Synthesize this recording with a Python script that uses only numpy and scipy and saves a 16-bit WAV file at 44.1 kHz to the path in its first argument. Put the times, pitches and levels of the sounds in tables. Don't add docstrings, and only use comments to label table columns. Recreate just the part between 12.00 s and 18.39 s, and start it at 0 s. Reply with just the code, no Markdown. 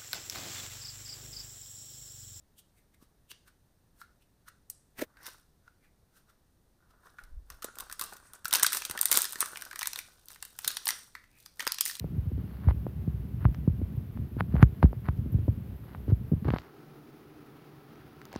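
import sys
import numpy as np
from scipy import signal
from scipy.fft import rfft, irfft, next_fast_len
from scipy.io import wavfile
from scipy.ndimage import uniform_filter1d

SR = 44100
rng = np.random.default_rng(int(sys.argv[2]) if len(sys.argv) > 2 else 0)


def store_wav(level_fs):
    pcm = np.round(np.clip(np.atleast_2d(level_fs), -1, 1) * 32767)
    wavfile.write(sys.argv[1], SR, pcm.T.astype(np.int16))


def ratio_of_db(decibels):
    return 10 ** (np.asarray(decibels, float) / 20)


N = 281843

LET_GO_S = 4.6
# (relative, per Hz)
HELD_SPECTRUM = [(150, -40), (250, -8), (313, -6.5), (366, -5), (421, -7), (475, -12), (872, -20),
                 (1300, -22.5), (3090, -30), (7240, -44), (8610, -43.5), (12600, -29), (15800, -35.5)]
# (relative, per Hz)
FREE_SPECTRUM = [(30, -16), (60, -43), (110, -13.5), (200, -12), (450, -11.5), (530, -15.5), (1300, -16),
                 (3000, -26), (5000, -30.5), (6800, -37.5), (7650, -43), (10000, -35.5), (15800, -30.5)]
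HELD_LEVEL_DB, FREE_LEVEL_DB = -56, -52
# pitch_hz, width_hz, gain_db (before colouring)
POT_RESONANCES = [(142.4, 16.8, 19), (171, 9.1, -4), (227, 11, 7), (299, 34.6, 11), (400, 82, 8),
                  (769, 46, 6.5), (1304, 74, 5)]
SWELL_FROM_S, SWELL_DB_PER_S, SLOSH_SPREAD_DB = 5.2, 2, 1

# time_s, level_db (rms)
GRIP_LEVELS = [(0.0, -32.5), (0.3, -33.5), (0.55, -38), (0.75, -35.5), (1.2, -34.5), (1.8, -36), (2.1, -38),
               (2.6, -32), (3.0, -41.5), (3.3, -32), (3.75, -40), (4.2, -38.5), (4.56, -32.5), (4.6, -46),
               (4.66, -69), (5.95, -67), (6.05, -57), (6.25, -63), (6.39, -62)]

# blip_db (rms, before each blip's own chance), later_db (rms)
WHINE_LINES = [(-99.5, -101), (-85.5, -105), (-84.5, -105), (-74, -105), (-101, -105), (-79.5, -100)]
# start_s, end_s
WHINE_HELD_ON = [(.72, .88), (1.4, 1.45), (1.48, 1.61), (2.6, 2.66), (3.17, 3.26), (3.45, 3.53)]
WHINE_BLIPS_END_S = 4.45
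BLIP_RATE_HZ, BLIP_CENTRE_S, BLIP_ON_SHARE, WEAK_BLIP_DB = 25.03, 0.010, 0.31, -1.5
STEADY_LINE_HZ, STEADY_LINE_DB = 15626, -95

# start_s, level_db, pitch_hz, sharpness_q, shell_ring_db (relative to level_db)
THUMPS = [(0.041, -17, 152, 2, -15), (0.1222, -23, 138, 5, -27), (0.179, 3, 60.5, 0.48, -41),
          (0.266, -9.5, 92.5, 1.4, -33), (0.3163, -19.5, 76, 4.4, 0), (0.3792, -25, 120, 4, 2),
          (0.6697, 8, 67.4, 0.89, -32), (0.7054, -10.5, 98, 2.3, -15), (0.8598, -20, 129, 2.2, -18),
          (1.0763, -2, 117, 0.96, -25), (1.3656, -24.5, 109, 5.2, -19), (1.4506, 9, 81, 0.83, -35.5),
          (1.4625, 1.5, 71, 0.85, -29), (1.4856, -18.5, 101, 2.3, -4), (1.6761, 2.5, 142, 1.22, -25),
          (1.6961, -4.5, 75, 1.17, -22), (1.8157, -14, 91, 2.8, -1), (1.9719, -16.5, 124, 4.3, -20),
          (2.1888, -18.5, 128, 3.7, -17), (2.3664, -11.5, 114, 1.14, -5.5), (2.404, -19, 113, 4.4, -32),
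          (2.54, -4.5, 147, 2, -21), (2.5564, 2, 51, 0.83, -24.5), (2.578, -17.5, 50, 2.2, -8),
          (2.596, -6, 102, 1.2, -16), (2.6257, 14.5, 103, 0.96, -47), (2.6369, -4, 88.4, 1.4, -7),
          (2.8294, 7.5, 64, 1.19, -42), (2.8411, 5, 150, 1.35, -20), (2.866, -19, 52.3, 1.7, -17),
          (2.9639, -22, 117, 5.7, -21), (3.0845, 2.5, 86, 0.79, -29), (3.1836, -14.5, 116, 1.8, -23),
          (3.261, -15, 123, 2.6, -10), (3.3425, -2, 103, 1.65, -27), (3.3854, -16, 110.5, 3.3, -4),
          (3.4803, -5, 105.6, 2.4, -3), (3.506, -10.5, 81, 1.13, -32), (4.0803, -14, 98, 5.3, 0),
          (4.1201, 1.5, 107, 1.7, -18), (4.3171, -6, 171, 2.95, -10), (4.3324, 0.5, 132, 1.07, -27),
          (4.4526, -1, 82, 0.77, -12.5), (4.4715, -16, 106, 6.1, 0), (4.4823, -12.5, 114.3, 5.7, -1),
          (4.5023, -10, 62, 1.65, -4), (4.5362, -9.5, 204, 1.2, -42), (6.359, -12, 250, 0.97, -27)]
SHELL_HZ, SHELL_Q = 232, 2.1
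REBOUND_S = 0.02
# start_s, level_db, pitch_hz, sharpness_q
TICKS = [(0.0427, -24.5, 490, 2.8), (0.6864, -12, 696, 1.24), (0.7097, -8, 740, 0.6),
         (0.8664, 6, 243, 0.25), (1.4531, -7.5, 990, 1.76), (1.6773, -4.5, 337, 0.27),
         (2.1737, -15, 721, 0.49), (2.4072, 1, 1090, 1.02), (2.5548, -6.5, 407, 0.7),
         (2.5655, -9.5, 1065, 0.65), (2.6278, 4.5, 1195, 1.2), (2.8283, 1.5, 800, 1.22),
         (2.8564, -24, 744, 1.6), (2.9302, 1.5, 315, 0.24), (3.0868, -7.5, 970, 1.1),
         (3.4825, -19.5, 463, 2), (3.9485, -18, 980, 1.3), (4.0992, -23.5, 340, 3.1),
         (4.3167, -17, 356, 5.6), (4.4853, -0.5, 254, 0.6), (4.488, -14, 900, 1.6), (4.5045, 4, 1276, 0.36),
         (4.5371, -2.5, 580, 0.73), (4.562, 6, 596, 0.28), (4.5853, 5.5, 2259, 0.27),
         (6.3302, -27, 872, 1.6), (6.3408, -23, 721, 1.4), (6.3595, -22.5, 700, 1.7)]

# start_s, end_s, start_db, end_db, rasp_db (relative)
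RUBS = [(0.374, 0.634, -67, -63.5, -13.5), (0.635, 0.714, -58, -47, -20), (1.39, 1.454, -63, -45.5, -21),
        (2.354, 2.411, -79, -35.5, -19), (2.5, 2.564, -64, -46.5, -17), (2.566, 2.632, -53.5, -35, -22),
        (2.826, 2.86, -39.5, -55, -16.5), (3.043, 3.094, -54.5, -45.5, -19.5),
        (3.83, 3.959, -64, -60.5, -15), (4.074, 4.115, -64, -48.5, -15), (4.444, 4.492, -55, -40.5, -17.5),
        (4.492, 4.535, -51.5, -51, -14), (4.536, 4.573, -36.5, -52, -15.5), (4.567, 4.629, -52, -69, -5),
        (4.628, 4.7, -58.5, -64, -22.5), (6.315, 6.397, -64.5, -63, 1.5)]
# (relative, per Hz)
RUB_SPECTRUM = [(200, -23.5), (400, -6), (800, 4.5), (1500, 2), (2100, -5), (2800, -11), (3500, -32),
                (6000, -57.5)]
RUB_FIZZ_DB, PEEL_FROM_S, PEEL_FIZZ_LOSS_DB = -20, 4.4, 8

# (above 8 kHz, relative to peak_db)
CRACKLES = [(0.687, -50.5, 3, -6), (1.4525, -57, -1, 1), (1.5435, -62, 12.5, -10), (1.5465, -54, 18, -12),
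            (2.4066, -60, 10, -12), (2.5549, -58, 10, -6), (2.5649, -60, 5, -5), (2.6262, -34.5, -2, -4),
            (2.8294, -48, -4, -1), (2.93, -64, 5, -4), (3.0847, -62, 13, -7), (3.1765, -59, 7, -1),
            (4.103, -55, 8, -8), (4.4804, -57, 5, -14), (4.488, -56, 0, -20), (4.5052, -50, -15, -22),
            (4.5256, -55, 8, -12), (4.5417, -55, 5, -12), (4.5564, -60, 3, -16), (4.5674, -58, 4, -12),
            (4.584, -57, -2, -20), (4.595, -55, -9, -15), (4.5987, -47, -6, -16), (4.6083, -52, 6, -12),
            (4.619, -51, 5, -10), (5.9575, -55, 6, -6), (6.2162, -44, 3, -9), (6.2539, -36, -6, -1.5),
            (6.329, -37, 1, -1), (6.3404, -46, 6, -17), (6.3529, -49, 9, -14), (6.3615, -34, 2.5, -16)]


def rms_one(x):
    return x / np.sqrt(np.mean(x ** 2) + 1e-20)


def in_time(breakpoints):
    time_s, level_db = np.transpose(breakpoints)
    return np.interp(np.arange(N) / SR, time_s, level_db, left=-120, right=-120)


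def cut(x, hz, kind, order=2):
    sections = signal.butter(order, hz, kind, fs=SR, output="sos")
    return signal.sosfilt(sections, x + 1e-18)


def drift(rate_hz):
    pole = np.exp(-2 * np.pi * rate_hz * 40 / SR)
    noise = rng.standard_normal(N // 40 + 2002)
    slow = signal.lfilter([1], [1, -2 * pole, pole * pole], noise)[2000:]
    return np.interp(np.arange(N) / 40, np.arange(len(slow)), rms_one(slow))


def coloured(x, spectrum):
    hz, db = np.transpose(spectrum)
    size = next_fast_len(N)
    log_hz = np.log(np.arange(size // 2 + 1) * SR / size + 1)
    gain = ratio_of_db(np.interp(log_hz, np.log(hz), db))
    return rms_one(irfft(rfft(x, size) * gain, size)[:N])


def grains(per_s, spread_db):
    sizes = ratio_of_db(spread_db * np.minimum(rng.exponential(1, N), 4))
    signs = rng.choice([-1, 1], N)
    return sizes * signs * (rng.random(N) < per_s / SR)


def housing(x):
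    k = np.tan(np.pi * 200 / SR)
    a = (1 - k) / (1 + k)
    return signal.lfilter([a, -1], [1, -a], cut(x, 55, "high", order=8))


def background():
    t = np.arange(N) / SR
    free = np.clip((t - LET_GO_S) / 0.015, 0, 1)
    hiss = coloured(rng.standard_normal(N), HELD_SPECTRUM)
    hiss = hiss * ratio_of_db(HELD_LEVEL_DB + 0.4 * drift(8))
    simmer = rng.standard_normal(N) * ratio_of_db(0.78 * drift(45))
    for hz, width_hz, gain_db in POT_RESONANCES:
        b, a = signal.iirpeak(hz, hz / width_hz, SR)
        simmer = simmer + (ratio_of_db(gain_db) - 1) * signal.lfilter(b, a, simmer)
    simmer = coloured(simmer, FREE_SPECTRUM)
    rise_db = SWELL_DB_PER_S * np.maximum(t - SWELL_FROM_S, 0)
    swell = ratio_of_db(rise_db + SLOSH_SPREAD_DB * drift(1.4))
    simmer = simmer + (swell - 1) * cut(simmer, [600, 6000], "band")
    return (1 - free) * hiss + free * ratio_of_db(FREE_LEVEL_DB) * simmer


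def grip():
    clicks = grains(200, spread_db=2.5)
    dealt = rng.integers(0, 8, N)
    rumble = 0
    for k, hz in enumerate(np.geomspace(65, 200, 8)):
        radius = np.exp(-np.pi * hz / 2.4 / SR)
        angle = 2 * np.pi * hz / SR
        poles = [1, -2 * radius * np.cos(angle), radius * radius]
        rumble = rumble + signal.lfilter([0, np.sin(angle)], poles, clicks * (dealt == k) + 1e-18)
    rumble = rms_one(housing(cut(rumble, 300, "low", order=3)))
    return ratio_of_db(in_time(GRIP_LEVELS)) * rumble


def whine():
    t = np.arange(N) / SR
    turns = (t - BLIP_CENTRE_S) * BLIP_RATE_HZ + BLIP_ON_SHARE / 2
    strong_weak = np.where(turns % 2 < 1, ratio_of_db(WEAK_BLIP_DB), 1)
    gate = (turns % 1 < BLIP_ON_SHARE) * strong_weak
    gate = gate * ratio_of_db(4.0 * rng.standard_normal(200))[turns.astype(int)]
    for start, end in WHINE_HELD_ON:
        gate[(t > start) & (t < end)] = 1
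    gate = uniform_filter1d(gate, size=130)
    out = ratio_of_db(STEADY_LINE_DB) * np.sin(2 * np.pi * STEADY_LINE_HZ * t)
    for k, (blip_db, later_db) in enumerate(WHINE_LINES):
        level = np.where(t < WHINE_BLIPS_END_S, gate * ratio_of_db(blip_db), ratio_of_db(later_db))
        out = out + level * np.sin(2 * np.pi * 1000 * (10 + k) * t)
    return np.sqrt(2) * out


def jolts():
    swings = [(*tick, -1) for tick in TICKS]
    way, last = -1, -1
    for s, db, hz, q, ring_db in THUMPS:
        way = -way if s - last < REBOUND_S else -1
        last = s
        swings += [(s, db, hz, q, way), (s, db + ring_db, SHELL_HZ, SHELL_Q, way)]
    out = np.zeros(N + SR)
    t = np.arange(SR // 8) / SR
    for s, db, hz, q, way in swings:
        swing = np.exp(-np.pi * hz * t / max(q, 0.3)) * np.sin(2 * np.pi * hz * t)
        contact = (1 - np.exp(-6.0 * hz * t)) ** 2
        out[round(s * SR):][:len(t)] += way * ratio_of_db(db) * swing * contact
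    return housing(cut(out[:N], 3600, "low"))


def peel_loss_db(start):
    return PEEL_FIZZ_LOSS_DB * (PEEL_FROM_S < start < LET_GO_S + 0.05)


def rubs():
    slips = grains(7000, spread_db=7.5) * ratio_of_db(1.4 * drift(92))
    body = coloured(slips, RUB_SPECTRUM)
    rasp = rms_one(cut(slips, [2400, 4900], "band", order=4))
    fizz = rms_one(cut(slips, [10000, 13500], "band", order=4))
    out = 0
    for start, end, start_db, end_db, rasp_db in RUBS:
        stroke = ratio_of_db(in_time([(start, start_db), (end, end_db)]))
        stroke = uniform_filter1d(stroke, size=130)
        fizz_db = RUB_FIZZ_DB - peel_loss_db(start)
        out = out + stroke * (body + ratio_of_db(rasp_db) * rasp + ratio_of_db(fizz_db) * fizz)
    return out


def crackles():
    layers = np.zeros((3, N + SR))
    t = np.arange(120) / SR
    for s, db, body_db, fizz_db in CRACKLES:
        burst = 0.27 * rng.standard_normal(len(t)) * np.exp(-t / 0.00066)
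        burst[0] = 1
        levels = ratio_of_db(db + np.array([[body_db], [0], [fizz_db]]))
        layers[:, round(s * SR):][:, :len(t)] += levels * burst
    out = 0
    for layer, band_hz in zip(layers, ([600, 2500], [2500, 5800], [8000, 15800])):
        click_peak = np.abs(cut(1.0 * (t == 0), band_hz, "band")).max()
        out = out + cut(layer[:N], band_hz, "band") / click_peak
    return out


def scene():
    return (background() + grip() + whine() + jolts() + rubs() + crackles())[None]


def roll_off(x):
    return signal.sosfilt(signal.butter(12, 16470, fs=SR, output="sos"), x)


def record(dry):
    low_pass = signal.ellip(10, 0.5, 45, 15900, fs=SR, output="sos")
    mix = signal.sosfilt(low_pass, dry)
    return roll_off(mix)


dry = scene()
out = record(dry)
store_wav(out)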